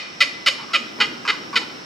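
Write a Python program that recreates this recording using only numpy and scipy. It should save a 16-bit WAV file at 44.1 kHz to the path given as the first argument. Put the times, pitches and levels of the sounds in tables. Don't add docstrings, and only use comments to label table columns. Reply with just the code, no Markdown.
import sys
import numpy as np
from scipy import signal
from scipy.fft import rfft, irfft
from scipy.io import wavfile

SR = 44100
rng = np.random.default_rng(int(sys.argv[2]) if len(sys.argv) > 2 else 0)


def pcm_store(signal):
    levels = np.round(np.clip(np.atleast_2d(signal), -1, 1) * 32767)
    wavfile.write(sys.argv[1], SR, levels.astype(np.int16).T)


N = 81585
LEAD = 8192

ONSET_DB, FADE_SHAPE = -4, 1.41
TREBLE_HZ = 3400
GRUNT_FALL_OCT_S, GRUNT_EDGE_S, GRUNT_ROUGH = 4, 0.0015, .6
SHIMMER_DB, JITTER, BREATH = 5, .13, .65
FALL_LIMIT_S, PUFF_DECAY_S = .045, .0005

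SMEAR_S, SMEAR_STEP_HZ = 0.000412, 361
GROUND_S, GROUND_DB = .0076, -12
PORTS_HZ, PORTS_WIDTH_HZ, PORTS_DB = 650, 870, -7.5
ENCLOSURE_BUILD_S = 0.0066
AIR_DB = -39.5
WHINE_HZ, WHINE_WIDTH_HZ, WHINE_DB = 5347, 640, -44.5
BALANCE_DB = -.5
TOP_HZ = 15600


def undb(db):
    return 10 ** (np.asarray(db) / 20)


def unit(x):
    return x / np.sqrt(np.mean(x ** 2) + 1e-18)


def add(track, start, x):
    i = max(LEAD + int(start * SR), 0)
    x = x[:len(track) - i]
    track[i:i + len(x)] += x


def freqs(size):
    return np.maximum(np.fft.rfftfreq(size, 1 / SR), 1)


def resonance(f, hz, width):
    return 1 / (1 + 1j * (f * f - hz * hz) / (f * width))


def colour(x, points):
    hz, db = np.array(points).T
    gain = undb(np.interp(np.log(freqs(x.shape[-1])), np.log(hz), db))
    return irfft(rfft(x) * gain, x.shape[-1])


def ring(voice, tube):
    rung = irfft(rfft(voice, 2 * len(voice)) * tube)
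    return rung / np.sqrt(np.mean(np.abs(tube) ** 2))


def honks(size=4096):
    # start in seconds, peak in seconds after the start, fade in seconds, level in dB,
    # pitch in Hz, pitch fall in octaves per second, roughness 0-1, treble slope in dB per octave.
    honk_rows = [(-.085, 0.027, 0.028, -16, 686, 10.3, 0.58, -10),
                 (.204, 0.012, 0.019, -12, 705.4, 14, 0.31, -6.5),
                 (0.461, 0.022, 0.011, -13, 692, 14.3, 0.31, -4),
                 (0.7323, 0.022, .013, -14, 696, 10, 0.4, -8),
                 (1.0014, 0.011, 0.024, -13.5, 471.5, 5, .35, -10),
                 (1.2757, 0.028, 0.0073, -15.5, 479.8, 7.65, 0.42, -10),
                 (1.5553, 0.017, 0.012, -14, 500.1, 7, .35, -7.5)]
    # one honk, six gains in dB.
    stress_rows = [(-1.7, -3, 3.5, 6.5, 1, -0.65), (-1, -3.5, 4.5, 6, 0, -1.2), (1.5, 0, 3, 6, 3, 0.47),
                   (2.8, 1.5, 1.5, 10, 5, 0.91), (-0.44, 1, 2.5, 4.5, 4, -0.43), (3, 4.5, 7, 7, 3.5, 1.5),
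                   (-0.09, 1, 3.5, 7, 3.5, 1.4)]
    # centre in Hz, width in Hz, level in dB.
    windpipe = [(503, 194, -13), (1414, 560, -2), (2026, 139, 3.5), (2525, 335, -1), (2985, 560, 3.5),
                (3775, 860, 3), (4342, 546, 1.5), (4915, 395, -2), (6150, 810, -12), (9580, 1400, -20.5),
                (12600, 1100, -63)]
    track = np.zeros(LEAD + N)
    t, f = np.arange(size) / SR, freqs(2 * size)
    for (start, peak, fade, db, pitch, fall, rough, treble_db), stress in zip(honk_rows, stress_rows):
        extra = list(stress) + [0] * len(windpipe)
        pipe = sum(undb(g + e) * resonance(f, hz, w) ** 2 for (hz, w, g), e in zip(windpipe, extra))
        pipe = pipe * undb(treble_db * np.log2(np.hypot(1, f / TREBLE_HZ)))
        swell = undb(ONSET_DB * np.clip(1 - t / peak, 0, 1) ** 2)
        fading = np.exp(-(np.maximum(t - peak, 0) / fade) ** FADE_SHAPE)
        voice = swell * fading * syrinx(t, pitch, fall, rough)
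        add(track, start, undb(db) * ring(voice, pipe))
    return track


def syrinx(t, pitch, fall, rough):
    pulses, at = np.zeros(len(t)), .0007
    for late, loud in rng.standard_normal((64, 2)):
        d = (t - at) * SR
        pulses += undb(SHIMMER_DB * rough * loud) * np.sinc(d) * np.exp(-(d / 10) ** 2)
        period = 2 ** (fall * min(at, FALL_LIMIT_S)) / pitch
        at += period * max(1 + JITTER * rough * late, .5)
    puffs = signal.lfilter([1], [1, -np.exp(-1 / (PUFF_DECAY_S * SR))], np.abs(pulses))
    air = puffs * rng.standard_normal(len(t))
    return unit(pulses) + BREATH * rough * unit(air)


def grunts(size=4096):
    # start in seconds, length in seconds, level in dB, pitch in Hz,
    # factor on the throat's resonance frequencies.
    grunt_rows = [(0.584, 0.062, -39.5, 473, 1.01), (0.674, 0.052, -41.5, 400.2, 1.087),
                  (0.985, 0.056, -34.5, 449.5, 0.94), (1.249, 0.022, -28.5, 531, 1.11),
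                  (1.318, 0.028, -33.5, 530, 1.04), (1.527, 0.027, -32.5, 563, 1),
                  (1.597, 0.0455, -39.5, 468.4, .92)]
    # centre in Hz before that factor, width in Hz, level in dB.
    throat_rows = [(929, 160, -3), (1081, 294, 4.5), (1389, 133, 0), (2220, 560, -5.5), (4540, 1200, -13.5)]
    track = np.zeros(LEAD + N)
    t, f = np.arange(size) / SR, freqs(2 * size)
    for start, length, db, pitch, scale in grunt_rows:
        throat = sum(undb(g) * resonance(f, hz * scale, w) ** 2 for hz, w, g in throat_rows)
        effort = np.clip(np.minimum(t, length - t) / GRUNT_EDGE_S, 0, 1)
        voice = effort * syrinx(t, pitch, GRUNT_FALL_OCT_S, GRUNT_ROUGH)
        add(track, start, undb(db) * ring(voice, throat))
    return track


def near_path(x):
    f = freqs(len(x))
    delay = SMEAR_S * np.interp(f / SMEAR_STEP_HZ, np.arange(256), rng.exponential(size=256))
    direct = np.exp(-2j * np.pi * np.cumsum(delay) * SR / len(x))
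    echo = undb(GROUND_DB) * np.exp(-2j * np.pi * f * GROUND_S)
    ports = 1j * undb(PORTS_DB) * np.abs(resonance(f, PORTS_HZ, PORTS_WIDTH_HZ))
    return irfft(rfft(x) * (direct + echo) * np.array([1 + ports, 1 - ports]), len(x))


def rock_walls(x, size=32768):
    # centre in Hz, level in dB, decay by 60 dB in seconds,
    # side over mid as a ratio.
    enclosure = [(250, -0.5, 0.32, 0.51), (648, -5.5, .7, 0.62), (1160, -8.5, 0.98, 1.03),
                 (2420, -10, 0.57, 0.77), (4000, -9.5, 0.63, 0.48), (7200, -4, 0.32, 0.51),
                 (13000, -7, .35, .8)]
    t, f = np.arange(size) / SR, freqs(size)
    response, centres = 0, np.log([row[0] for row in enclosure])
    for share, (_, db, t60, width) in zip(np.eye(len(enclosure)), enclosure):
        band = np.sqrt(np.interp(np.log(f), centres, share))
        noise = irfft(rfft(stereo_noise(width, size)) * band)
        tail = np.exp(-np.log(1000) * t / t60) * (1 - np.exp(-t / ENCLOSURE_BUILD_S))
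        response = response + undb(db) * noise * tail / np.linalg.norm(tail)
    return signal.fftconvolve(x[None], response, axes=1)[:, :len(x)]


def stereo_noise(width, size):
    mid, side = rng.standard_normal((2, size))
    return unit(np.array([mid + width * side, mid - width * side]))


def background():
    # frequency in Hz, relative density in dB per Hz.
    air_colour = [(25, -17), (70, -12.5), (140, 3), (260, 1), (500, -1.5), (900, -1.5), (2000, -4),
                  (4300, -6.5), (6000, -25), (8000, -20), (15000, -66)]
    # frequency in Hz, relative density in dB per Hz.
    rumble_colour = [(40, -31), (90, -26), (130, -8), (240, 1.5), (330, 1.5), (480, -7), (900, -16),
                     (3000, -40)]
    # time in seconds, level in dB.
    rumble_level = [(0, -50.5), (.3, -44), (0.699, -42.5), (0.811, -41), (.9, -40.5), (1.02, -35.5),
                    (1.22, -41), (1.45, -39.5), (1.75, -39), (1.85, -44.5)]
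    # centre in seconds, half length in seconds, level in dB, pitch in Hz.
    boom_rows = [(0.809, 0.019, -33, 234), (1.16, 0.019, -35.5, 240)]
    t = np.arange(N) / SR
    air = undb(AIR_DB) * unit(colour(outdoor_noise(), air_colour))
    level = undb(np.interp(t, *np.array(rumble_level).T))
    rumble = level * unit(colour(outdoor_noise(), rumble_colour))
    booms = np.zeros(N)
    for at, half, db, hz in boom_rows:
        swell = np.exp(-((t - at) / half) ** 2)
        booms += undb(db) * swell * np.sin(2 * np.pi * hz * (t - at))
    whine = irfft(rfft(outdoor_noise()) * resonance(freqs(N), WHINE_HZ, WHINE_WIDTH_HZ) ** 2, N)
    return air + rumble + booms + undb(WHINE_DB) * unit(whine)


def outdoor_noise():
    # frequency in Hz, side over mid in dB.
    spread = [(60, 1), (130, -12), (260, -6), (600, 0.5), (1200, 4), (2500, 4), (5000, -6.5), (12000, 3)]
    mid, side = rng.standard_normal((2, N))
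    side = colour(side, spread)
    return np.array([mid + side, mid - side])


def scene():
    calls = honks() + grunts()
    heard = (near_path(calls) + rock_walls(calls))[:, LEAD:]
    balance = undb(np.array([[BALANCE_DB], [-BALANCE_DB]]) / 2)
    return (heard + background()) * balance


def record(dry):
    low_pass = signal.ellip(10, .2, 70, TOP_HZ, fs=SR, output="sos")
    return signal.sosfilt(low_pass, dry)


dry = scene()
out = record(dry)
pcm_store(out)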